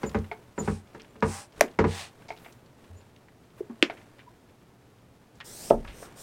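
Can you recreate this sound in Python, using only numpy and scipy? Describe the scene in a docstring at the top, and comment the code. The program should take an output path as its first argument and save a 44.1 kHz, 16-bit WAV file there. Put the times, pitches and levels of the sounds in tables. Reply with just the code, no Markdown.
"""On a wooden deck outdoors, a bicycle wheel lies on a plastic table while a tyre is worked onto its rim.
Ringing modes and dense clatter make the thumps on the table top and the snaps of the bead, the tyre's edge.
Shaped noise makes the palms sliding over rubber, the rustling and the ticks; gliding tones make a small bird.
Then a floor pump hisses through one stroke, knocks at the bottom, is drawn up and starts the next.
Behind it all lie steady outdoor noise and a far hum."""
import sys
import numpy as np
from scipy import signal
from scipy.fft import rfft, irfft, next_fast_len
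from scipy.io import wavfile
from scipy.ndimage import uniform_filter1d, minimum_filter1d

SR = 44100
rng = np.random.default_rng(int(sys.argv[2]) if len(sys.argv) > 2 else 0)


def generate_wav(sig):
    """Save sig (samples, or channels by samples) to the path in sys.argv[1] as 16-bit PCM at SR."""
    pcm = np.round(np.clip(np.atleast_2d(sig).T, -1, 1) * 32767).astype(np.int16)
    wavfile.write(sys.argv[1], SR, pcm)


N = 274302
TIME = np.arange(N) / SR
AGE = np.arange(int(.45 * SR)) / SR   # seconds since the start of one short sound

# In all tables t60_s is the time a ringing sound takes to fall by 60 dB.
# Outdoor background: pitch_hz, level_db (per Hz)
BACKGROUND = [(15, -61), (25, -29), (43, -13.5), (84, -9), (120, -6.5), (141, -7.5), (285, -9.5),
              (317, -13), (354, -11), (545, -16.5), (734, -18), (2160, -29), (8830, -39), (16000, -43)]
BACKGROUND_DB = -58
HUM_HZ, HUM_DB = 120, -66.5
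# Scatter from house wall and furniture: pitch_hz, level_db (per Hz), t60_s
YARD = [(146, 1.5, 0.28), (599.7, 3, 0.17), (2630, -0.5, .15), (6000, 0.5, 0.056), (15300, 0.5, 0.16)]
# Bird notes: start_s, length_s, start_hz, end_hz, level_db
CHIRPS = [(0.053, 0.043, 7130, 7030, -42), (0.578, 0.045, 7230, 6870, -35.5),
          (1.077, 0.05, 7200, 7150, -73), (2.949, 0.07, 6900, 7170, -62)]

# Rustling of clothes and fingers, and at 1.615 s the noisy tail of the first snap:
# peak_s, rise_s, fall_s, level_db, swish_db (bright part, relative to the rustle)
RUSTLE = [(0.03, 0.26, 0.58, -50, -15), (1.0, 0.22, 0.39, -59, -32), (1.615, 0.097, 0.14, -47, -26),
          (2.24, 0.47, 0.35, -59.5, -27), (2.45, 0.18, 0.16, -59, -3.5), (2.9, 0.31, 0.37, -61.5, -25),
          (3.59, 0.054, 0.044, -56, -11), (3.92, 0.32, 0.49, -56.5, -30.5), (5.98, 0.65, 1, -53, -32)]
# Colour of the dull rustle: pitch_hz, level_db (per Hz)
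RUSTLE_COLOUR = [(400, 12.5), (2500, -2), (5000, -10), (9000, -11.5), (16000, -24)]
RUSTLE_REST_DB = -67.5   # between the swells
# A palm slides along the tyre: start_s, length_s, level_db, firmness (of the grip, 0 to 1)
SLIDES = [(0.532, 0.31, -49.5, 0.25), (1.206, 0.28, -40.5, 0.09), (1.836, 0.28, -39.5, 0.82)]
# Colour of the rubbing under a light and under a firm grip: pitch_hz, level_db (per Hz)
LIGHT_GRIP = [(350, -46), (600, 12), (698, -4.5), (801, 17.5), (881, 8), (970, 10.5), (1530, 3.5),
              (2540, 0.5), (3530, -10), (5190, 2), (7020, 0.5), (8740, 5), (14900, -27), (16000, -30)]
FIRM_GRIP = [(290, -46), (500, -3.5), (740, 6.5), (1440, 0.5), (1980, 7), (2160, 6), (2430, 6), (3340, 5),
             (4030, 6), (5020, 0), (8580, -4), (16000, -32)]
SLIDE_POWER = 1.7   # the speed is half a sine; the hiss grows as this power of it
# Rubber shuddering as it is pushed over the rim
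SHUDDER_S, SHUDDER_LENGTH_S, SHUDDER_HZ, SHUDDER_DB = 2.888, .095, 87.7, -43
# A finger squeaking on the tyre
SQUEAK_S, SQUEAK_LENGTH_S, SQUEAK_HZ, SQUEAK_DB = 4.252, .058, 977, -54.5

# The clearest ticks and scuffs of rubber, rim and pump fittings: start_s, level_db, pitch_hz, t60_s
TICKS = [(0.997, -46.5, 2600, 0.1), (1.019, -44, 5100, 0.0087), (1.2053, -49.5, 5470, 0.02),
         (1.712, -54, 4000, 0.027), (2.2837, -49, 4330, 0.19), (2.374, -54, 3260, 0.097),
         (2.447, -48.5, 2300, 0.16), (3.1627, -50, 3540, 0.02), (3.2842, -49.5, 1793, 0.028),
         (3.702, -49.5, 840, .1), (3.8986, -39, 2000, 0.092), (3.97, -51, 1990, 0.17),
         (4.191, -48.5, 2160, 0.11), (5.403, -37, 2240, 0.081), (5.7022, -34, 2800, 0.033),
         (5.848, -39, 1390, 0.073), (5.877, -46, 2630, 0.26), (6.028, -47, 1200, 0.26)]
# Fainter ticks come at random; their level is relative to the rustle around them
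STRAY_WAIT_S = 1 / 6.8   # median wait from one to the next
STRAY_DB, STRAY_SPREAD_DB = 3.5, 1.5
STRAY_HZ, STRAY_SPREAD_OCTAVES, STRAY_T60_S = 3200, 0.5, 0.043

# The pump handle is pushed down: start_s, open_s (time for the valve to open), level_db
STROKES = [(5.437, 0.0088, -47.5), (6.146, 0.03, -46)]
STROKE_S = .272
# The hiss swells as the weight comes on the handle
PUSH_DB, PUSH_PEAK_S, PUSH_RISE_S, PUSH_FALL_S = 5, .21, 0.17, 0.18
SHUT_DB, BLEED_T60_S = -6.5, 0.29   # at the bottom the flow drops and the hose bleeds out
# The handle is drawn up and sucks air in
INTAKE_S, INTAKE_RISE_S, INTAKE_FALL_S, INTAKE_DB = 6.03, 0.15, 0.069, -50.5
# Colour of the pump's hiss: pitch_hz, level_db (per Hz)
AIR_COLOUR = [(200, 5.5), (650, 7.5), (1100, 2), (2300, -6), (3300, -1), (5500, 5), (6700, 3), (8500, 8),
              (10300, -1), (14000, -2.5), (16000, -6)]
# Piston meeting the ends of its travel: start_s, level_db, cutoff_hz
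PISTON = [(5.7034, -16, 925), (5.708, 2.5, 840), (6.025, -27, 617)]
# Modes (ringing notes) of the pump barrel: pitch_hz, level_db, t60_s
PUMP_MODES = [(233, -28, 0.25), (345, -19.5, 0.043), (453, -3.5, 0.017), (578, 1, 0.015), (661, -0.5, 0.02),
              (860, -9.5, 0.03), (1270, -6.5, 0.022)]
# Boards shaken by the pump's foot: pitch_hz, level_db (per Hz), t60_s
DECK_CLATTER = [(50, -17, 0.84), (196, -4, 0.36), (403, 3, 0.11), (680, 0, 0.11), (1040, -7, 0.094),
                (1820, 5, 0.085), (4000, -47, .1)]
# The deck sagging under the stroke and springing back: start_s, level_db, pitch_hz, t60_s
DECK_BOOM = [(5.725, -20, 30.2, 0.35), (5.742, -35.5, 58.7, 0.32), (5.874, -32, 48.5, 0.29)]

# Rim knocked lightly: start_s, level_db
KNOCKS = [(0.3143, -29.5), (0.3185, -40), (2.287, -44.5), (2.3045, -34.5), (2.311, -46), (2.325, -47),
          (2.461, -47), (3.8986, -32.5), (3.905, -45)]
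# The rim with the tyre on it: pitch_hz, level_db, t60_s
RIM_MODES = [(426.7, -7.5, 0.13), (710, 11, 0.023), (876, -0.5, 0.089), (1374, -8.5, 0.05),
             (2210, 6.5, 0.017), (2410, -17, 0.065), (3750, -19, 0.017)]
# The dense shiver of rim and spokes: pitch_hz, level_db (per Hz), t60_s
SHIVER = [(200, -9.5, 0.069), (452, 1.5, 0.13), (750, -1, 0.12), (1410, 5.5, 0.099), (3500, 4.5, 0.07),
          (5940, -2, 0.13), (9010, -17, 0.099), (14970, -14.5, .06)]
# Wheel dropping on the table: start_s, level_db, low_modes_db (extra weight in the bass), contact_cutoff_hz
THUMPS = [(0.032, -29.5, -7.5, 3830), (0.061, -37.5, 2.5, 666), (0.1453, -24, 3, 2570),
          (0.5786, -29.5, -9, 1910), (0.603, -32, 2.5, 696), (0.6756, -24, 2.5, 2000),
          (0.9466, -42.5, -25, 4160), (1.156, -52, 0.5, 1800), (1.2243, -18.5, -2, 2400),
          (1.7884, -16.5, -3.5, 2750), (1.8411, -21.5, -3.5, 2160)]
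# Wheel and table top together: pitch_hz, level_db, t60_s (before the hands choke it)
TABLE_MODES = [(61.8, 0.5, 0.19), (92, -6, 0.59), (157.5, -8, 0.53), (208.8, 2.5, 0.18), (303, -21, 0.099),
               (375, -12, 0.08), (429.3, -1, 0.097), (457, -14.5, 0.51), (543.6, -3, 0.071),
               (783, -9.5, 0.083), (966, -3, 0.057), (1110, -48, 0.43), (1480, -32, 0.022),
               (2123, -11.5, 0.051)]
# Their crowd of weaker modes: pitch_hz, level_db (per Hz), t60_s
TABLE_CLATTER = [(100, 6, 0.051), (406, 1.5, 0.25), (594, -8.5, 0.17), (990, -3, 0.12), (1860, -5.5, 0.083),
                 (3040, -21.5, 0.12), (6450, -18, 0.13), (14000, -42, 0.2)]
# Bead slipping into the rim: start_s, crack_db, crack_hz, overtone_db, crack_cutoff_hz,
# hollow_db, hollow_hz, hollow_t60_s, hollow_rise_s, table_shake_db
SNAPS = [(1.6092, -3.5, 1850, -4, 16000, -1.5, 610, 0.019, 0.00082, -18),
         (3.6044, -59, 900, -20, 3020, -10.5, 381, 0.024, 0.0035, -56.5),
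         (3.6965, -45.5, 868, -2, 2670, -32.5, 234, 0.086, 0.0012, -42),
         (3.8260, 0.5, 2650, -34.5, 4700, -10.5, 314, 0.033, 0.00067, -39)]
# The crack of rubber on the rim wall: multiple (of its main note), level_db, t60_s
CRACK = [(.52, -5, 0.0062), (.76, -2.5, .005), (1, 4, .005), (1.3, -5, 0.0066)]
# The pocket of air under the bead: multiple (of its hollow note), level_db
HOLLOW = [(1, 7), (1.12, -12), (1.42, -9.5), (.8, -17)]

# Half-octave bands from 30 Hz up, and a filter for each
BAND_EDGES = 30 * 2 ** np.arange(0, 9.1, .5)
BANDS = [signal.butter(2, pair, "band", fs=SR, output="sos") for pair in zip(BAND_EDGES, BAND_EDGES[1:])]
LIMIT = .97   # loudest peak that passes the limiter unchanged
CUTOFF_HZ = 16000


def from_db(db):
    """Decibels to gain."""
    return np.exp(np.asarray(db) * (np.log(10) / 20))


def rms_one(x):
    """Scale to unit power."""
    return x / np.sqrt(np.mean(x ** 2) + 1e-20)


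def at_hz(table, hz, axis=1):
    """Read one column of a table on a log-frequency axis."""
    table = np.array(table)
    return np.interp(np.log(hz + 1e-9), np.log(table[:, 0]), table[:, axis])


def add(track, s, sound):
    """Mix a sound into the track at a moment."""
    start = max(round(s * SR), 0)
    track[start:start + len(sound)] += sound[:N - start]


def fade(t60):
    """Free decay, down to a vanishing remainder."""
    return np.exp(-np.minimum(np.log(1000) * AGE / t60, 40))


def soften(x, hz, order=2):
    """Low-pass: dull the sound above hz."""
    return signal.sosfilt(signal.butter(order, hz, fs=SR, output="sos"), x + 1e-18)


def thin(x, hz, order=2):
    """High-pass: remove the weight below hz."""
    return signal.sosfilt(signal.butter(order, hz, "high", fs=SR, output="sos"), x + 1e-18)


def resonate(x, hz, width_hz):
    """A resonance with unit gain on top."""
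    r = np.exp(-np.pi * width_hz / SR)
    feedback = [1, -2 * r * np.cos(2 * np.pi * hz / SR), r * r]
    return signal.lfilter(np.array([1, 0, -1]) * (1 - r * r) / 2, feedback, x + 1e-18)


def noise(colour, grain_db=0, grain_hz=100):
    """Coloured noise of unit power whose level trembles with the grain of a surface."""
    size = next_fast_len(N, real=True)
    shape = from_db(at_hz(colour, np.fft.rfftfreq(size, 1 / SR)))
    smooth = irfft(rfft(rng.standard_normal(size)) * shape, size)[:N]
    grain = rms_one(soften(rng.standard_normal(N), grain_hz))
    return rms_one(smooth * from_db(grain_db * grain))


def ring(hz, t60, swell_cycles):
    """A mode that builds up over a few cycles or less and dies away."""
    swell = 1 - np.exp(-AGE * hz / swell_cycles)
    return np.sin(2 * np.pi * hz * AGE) * fade(t60) * swell


def clatter(table, swell_cycles):
    """Countless close modes as half-octave noise bands; low bands build up more slowly, each has its decay."""
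    out, power = 0, 0
    # neighbouring bands get unrelated noise, with a run-in to settle the filters
    white = rng.standard_normal((2, len(AGE) + SR // 10))
    for k, (sos, low, high) in enumerate(zip(BANDS, BAND_EDGES, BAND_EDGES[1:])):
        hz = np.sqrt(low * high)
        band = rms_one(signal.sosfilt(sos, white[k % 2])[-len(AGE):])
        gain = from_db(at_hz(table, hz)) * np.sqrt(high - low)
        swell = 1 - np.exp(-np.minimum(AGE * hz / swell_cycles, 20))
        out = out + gain * band * swell * fade(at_hz(table, hz, axis=2))
        power += gain ** 2
    return out / np.sqrt(power)


def arch_at(s, rise_s, fall_s, roundness=1.3):
    """An arch over time, 1 at moment s and a tenth of that rise_s before and fall_s after."""
    away = np.maximum((s - TIME) / rise_s, (TIME - s) / fall_s)
    return .1 ** np.minimum(away ** roundness, 10)


def outdoors():
    """Steady outdoor noise and a far hum, a single pure tone."""
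    background = from_db(BACKGROUND_DB) * noise(BACKGROUND, grain_db=0.6, grain_hz=17)
    hum = from_db(HUM_DB) * np.sqrt(2) * np.sin(2 * np.pi * HUM_HZ * TIME)
    return background + hum


def yard(x, build_s=0.0065):
    """A short diffuse tail from nearby surfaces."""
    tail = clatter(YARD, swell_cycles=1) * (1 - np.exp(-AGE / build_s))
    return signal.fftconvolve(x, tail / np.sqrt(np.sum(tail ** 2)))[:N]


def bird(waver_hz=130, octave_db=-25, echo_db=-6):
    """Thin wavering notes with a faint octave, smeared by their echoes."""
    out = np.zeros(N)
    for s, length, start_hz, end_hz, db in CHIRPS:
        n = int(length * SR)
        waver = waver_hz * rms_one(soften(rng.standard_normal(n), 600))
        pitch = np.linspace(start_hz, end_hz, n) + waver
        phase = 2 * np.pi * np.cumsum(pitch) / SR
        note = np.sin(phase) + from_db(octave_db) * np.sin(2 * phase)
        add(out, s, from_db(db) * np.hanning(n) * note)
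    return out + from_db(echo_db) * yard(out)


def rustling():
    """Strength over time of the dull rustle and of the bright swish, the tail of the first snap included."""
    rustle, swish = from_db(RUSTLE_REST_DB), 0
    for s, rise_s, fall_s, db, swish_db in RUSTLE:
        strength = from_db(db) * arch_at(s, rise_s, fall_s)
        rustle = rustle + strength
        swish = swish + from_db(swish_db) * strength
    return rustle, swish


def hands(rustle, swish, sheen_db=-19, sheen_hz=12500, sheen_power=3.2, swish_hz=8000):
    """Skin hisses over the tread, brightest at full speed; rustling noise swells, and once rubber shudders."""
    light = noise(LIGHT_GRIP, grain_db=1.8, grain_hz=250)
    firm = noise(FIRM_GRIP, grain_db=2.0, grain_hz=250)
    sheen = rms_one(thin(rng.standard_normal(N), sheen_hz, order=4))
    out = np.zeros(N)
    for s, length, db, firmness in SLIDES:
        speed = np.abs(np.sin(np.pi * np.clip((TIME - s) / length, 0, 1)))
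        rub = np.sqrt(1 - firmness) * light + np.sqrt(firmness) * firm
        bright = from_db(sheen_db) * speed ** sheen_power * sheen
        out += from_db(db) * (speed ** SLIDE_POWER * rub + bright)
    out += rustle * noise(RUSTLE_COLOUR, grain_db=2.2, grain_hz=90)
    out += swish * rms_one(thin(rng.standard_normal(N), swish_hz))
    arch = signal.windows.tukey(int(SHUDDER_LENGTH_S * SR), .5)
    shudder = arch * np.sin(2 * np.pi * SHUDDER_HZ * AGE[:len(arch)])
    add(out, SHUDDER_S, from_db(SHUDDER_DB) * shudder)
    return out


def squeak():
    """A finger squeaks on the rubber: noise through two narrow resonances makes one short thin note."""
    arch = np.hanning(int(SQUEAK_LENGTH_S * SR))
    once = resonate(rng.standard_normal(len(AGE)), SQUEAK_HZ, 90)
    note = rms_one(resonate(once, SQUEAK_HZ, 90)[-len(arch):])
    out = np.zeros(N)
    add(out, SQUEAK_S, from_db(SQUEAK_DB) * arch * note)
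    return out


def stray_ticks(rustle):
    """Rows of faint random ticks whose level follows the rustle around them."""
    rows, s = [], 0
    for wait, size, pitch in rng.standard_normal((60, 3)):
        s += np.exp(wait / 2) * STRAY_WAIT_S
        if s < TIME[-1]:
            db = 20 * np.log10(rustle[int(s * SR)]) + STRAY_DB + STRAY_SPREAD_DB * size
            hz = STRAY_HZ * 2 ** (STRAY_SPREAD_OCTAVES * pitch)
            rows.append((s, db, hz, STRAY_T60_S))
    return rows


def ticks(rustle, grain_db=3.5):
    """Each tick is a short gritty slip with one broad resonance and little above it."""
    out = np.zeros(N)
    for s, db, hz, t60 in TICKS + stray_ticks(rustle):
        grain = rms_one(soften(rng.standard_normal(len(AGE)), 600))
        grit = rng.standard_normal(len(AGE)) * from_db(grain_db * grain)
        # rubber damps it: the resonance is as wide as it is high
        slip = soften(resonate(grit, hz, width_hz=hz), hz)
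        add(out, s, from_db(db) * rms_one(slip) * fade(t60))
    return out


def airflow():
    """The valve opens, the hiss swells with the push and dies at the bottom; the intake is a softer arch."""
    flow = from_db(INTAKE_DB) * arch_at(INTAKE_S, INTAKE_RISE_S, INTAKE_FALL_S)
    for s, open_s, db in STROKES:
        age = np.maximum(TIME - s, 0)
        opening = (1 - np.exp(-age / open_s)) ** 2
        push_db = PUSH_DB * arch_at(s + PUSH_PEAK_S, PUSH_RISE_S, PUSH_FALL_S)
        shut_db = (age > STROKE_S) * (SHUT_DB - 60 * (age - STROKE_S) / BLEED_T60_S)
        flow = flow + opening * from_db(db + push_db + shut_db)
    return flow


def barrel_echo(hiss, long_s=0.000605, short_s=.00033, echo_db=-9):
    """The hiss rebounds from the piston; the air column shortens on each stroke, so its colour rises."""
    travel = np.zeros(N)
    for s, _, _ in STROKES:
        travel = np.where(TIME >= s, np.clip((TIME - s) / STROKE_S, 0, 1), travel)
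    delay = long_s + (short_s - long_s) * travel
    return rms_one(hiss + from_db(echo_db) * np.interp(TIME - delay, TIME, hiss))


def pump(deck_db=-18):
    """Air hisses through the valve; the piston's rubber stop knocks on the barrel and shakes the deck."""
    out = airflow() * barrel_echo(noise(AIR_COLOUR))
    for s, db, stop_hz in PISTON:
        barrel = sum(from_db(share_db) * ring(hz, t60, swell_cycles=0.52) for hz, share_db, t60 in PUMP_MODES)
        boards = from_db(deck_db) * clatter(DECK_CLATTER, swell_cycles=0.82)
        knock = thin(barrel, 250, order=1) + boards
        add(out, s, from_db(db) * soften(knock, stop_hz, order=4))
    for s, db, hz, t60 in DECK_BOOM:
        add(out, s, from_db(db) * ring(hz, t60, swell_cycles=1.24))
    return out


def rim(shiver_db=-6, scatter_db=2):
    """Light knocks ring the rim's modes, each time with other strengths."""
    out = np.zeros(N)
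    for s, db in KNOCKS:
        modes = 0
        for hz, share_db, t60 in RIM_MODES:
            strength_db = share_db + scatter_db * rng.standard_normal()
            modes = modes + from_db(strength_db) * ring(hz, t60, swell_cycles=1.0)
        shiver = from_db(shiver_db) * soften(clatter(SHIVER, swell_cycles=0.3), 2060)
        add(out, s, from_db(db) * (modes + shiver))
    return out


def wheel(clatter_db=-1, mode_db=-1, scatter_db=2, low_hz=260, bass_edge_hz=55, hold_s=0.092, left_db=-20):
    """The tyre lands on the table; a heavier, flatter landing stirs more of the low modes."""
    out = np.zeros(N)
    # the hands soon choke the ringing, all but a small rest
    gripped = np.exp(-(AGE / hold_s) ** 4)
    choke = from_db(left_db) + 1.41 * gripped
    for s, db, weight_db, contact_hz in THUMPS:
        body = 0
        for k, (hz, share_db, t60) in enumerate(TABLE_MODES):
            bass_db = weight_db / (1 + (hz / low_hz) ** 4)
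            strength_db = share_db + bass_db + scatter_db * rng.standard_normal()
            # bending waves cross the table top slowly in the bass, so low modes build up late
            late = 1 - np.exp(-(AGE * hz) ** 2)
            mode = ring(hz * (1 + 0.019 * rng.standard_normal()), t60, swell_cycles=1.0)
            body = body + (-1) ** k * from_db(strength_db) * late * mode
        crowd = clatter(TABLE_CLATTER, swell_cycles=0.45)
        blow = from_db(mode_db) * body + from_db(clatter_db) * crowd
        add(out, s, from_db(db) * soften(blow * choke, contact_hz))
    return thin(out, bass_edge_hz, order=4)


def crack_sound(crack_hz, overtone_db, overtone_ratio=3.15, overtone_t60=0.0047, splinter_db=-8,
                splinter_t60=0.0075, shiver_db=-23, edge_db=-19, edge_hz=13000, edge_t60=.008):
    """Rubber slaps the rim wall: very short notes and noise bursts, then the shiver of the spokes."""
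    crack = 0
    for k, (multiple, db, t60) in enumerate(CRACK):
        crack = crack + (-1) ** k * from_db(db) * ring(multiple * crack_hz, t60, swell_cycles=0.26)
    crack += from_db(overtone_db) * ring(overtone_ratio * crack_hz, overtone_t60, swell_cycles=0.65)
    splinter = rms_one(resonate(rng.standard_normal(len(AGE)), 2200, 7000))
    crack += from_db(splinter_db) * splinter * fade(splinter_t60)
    hard_edge = rms_one(thin(rng.standard_normal(len(AGE)), edge_hz, order=4))
    crack += from_db(edge_db) * hard_edge * fade(edge_t60)
    return thin(crack, 900) + from_db(shiver_db) * clatter(SHIVER, swell_cycles=0.25)


def bead(lag_s=0.00084):
    """The bead cracks on the rim, spokes and table shiver and the pocket of air under it rings hollow."""
    out = np.zeros(N)
    for (s, crack_db, crack_hz, overtone_db, top_hz,
         hollow_db, hollow_hz, hollow_t60, rise_s, table_db) in SNAPS:
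        add(out, s, from_db(crack_db) * soften(crack_sound(crack_hz, overtone_db), top_hz))
        pocket = 0
        for multiple, db in HOLLOW:
            pocket = pocket + from_db(db) * ring(multiple * hollow_hz, hollow_t60, swell_cycles=0.081)
        pocket *= (1 - np.exp(-AGE / rise_s)) ** 2
        # the hollow note carries little below its own pitch
        add(out, s + lag_s, from_db(hollow_db) * thin(pocket, 0.89 * hollow_hz, order=3))
        shake = thin(soften(clatter(TABLE_CLATTER, swell_cycles=0.71), 1100), 110) * fade(0.9)
        add(out, s, from_db(table_db) * shake)
    return out


def scene(snap_wet_db=-20, wet_db=-15):
    """All sources and their echoes over the outdoor background and a far hum."""
    rustle, swish = rustling()
    work = hands(rustle, swish) + squeak() + ticks(rustle) + pump() + rim() + wheel()
    snaps = bead()
    echoes = yard(from_db(snap_wet_db) * snaps + from_db(wet_db) * work)
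    return (outdoors() + bird() + work + snaps + echoes)[None]


def record(dry):
    """A look-ahead limiter ducks the loudest peaks; the top is cut."""
    allowed = LIMIT / np.maximum(np.abs(dry), LIMIT)
    gain = uniform_filter1d(minimum_filter1d(allowed, size=129), size=129)
    top_cut = signal.ellip(10, .1, 80, CUTOFF_HZ, fs=SR, output="sos")
    return signal.sosfilt(top_cut, dry * gain)


dry = scene()
out = record(dry)
generate_wav(out)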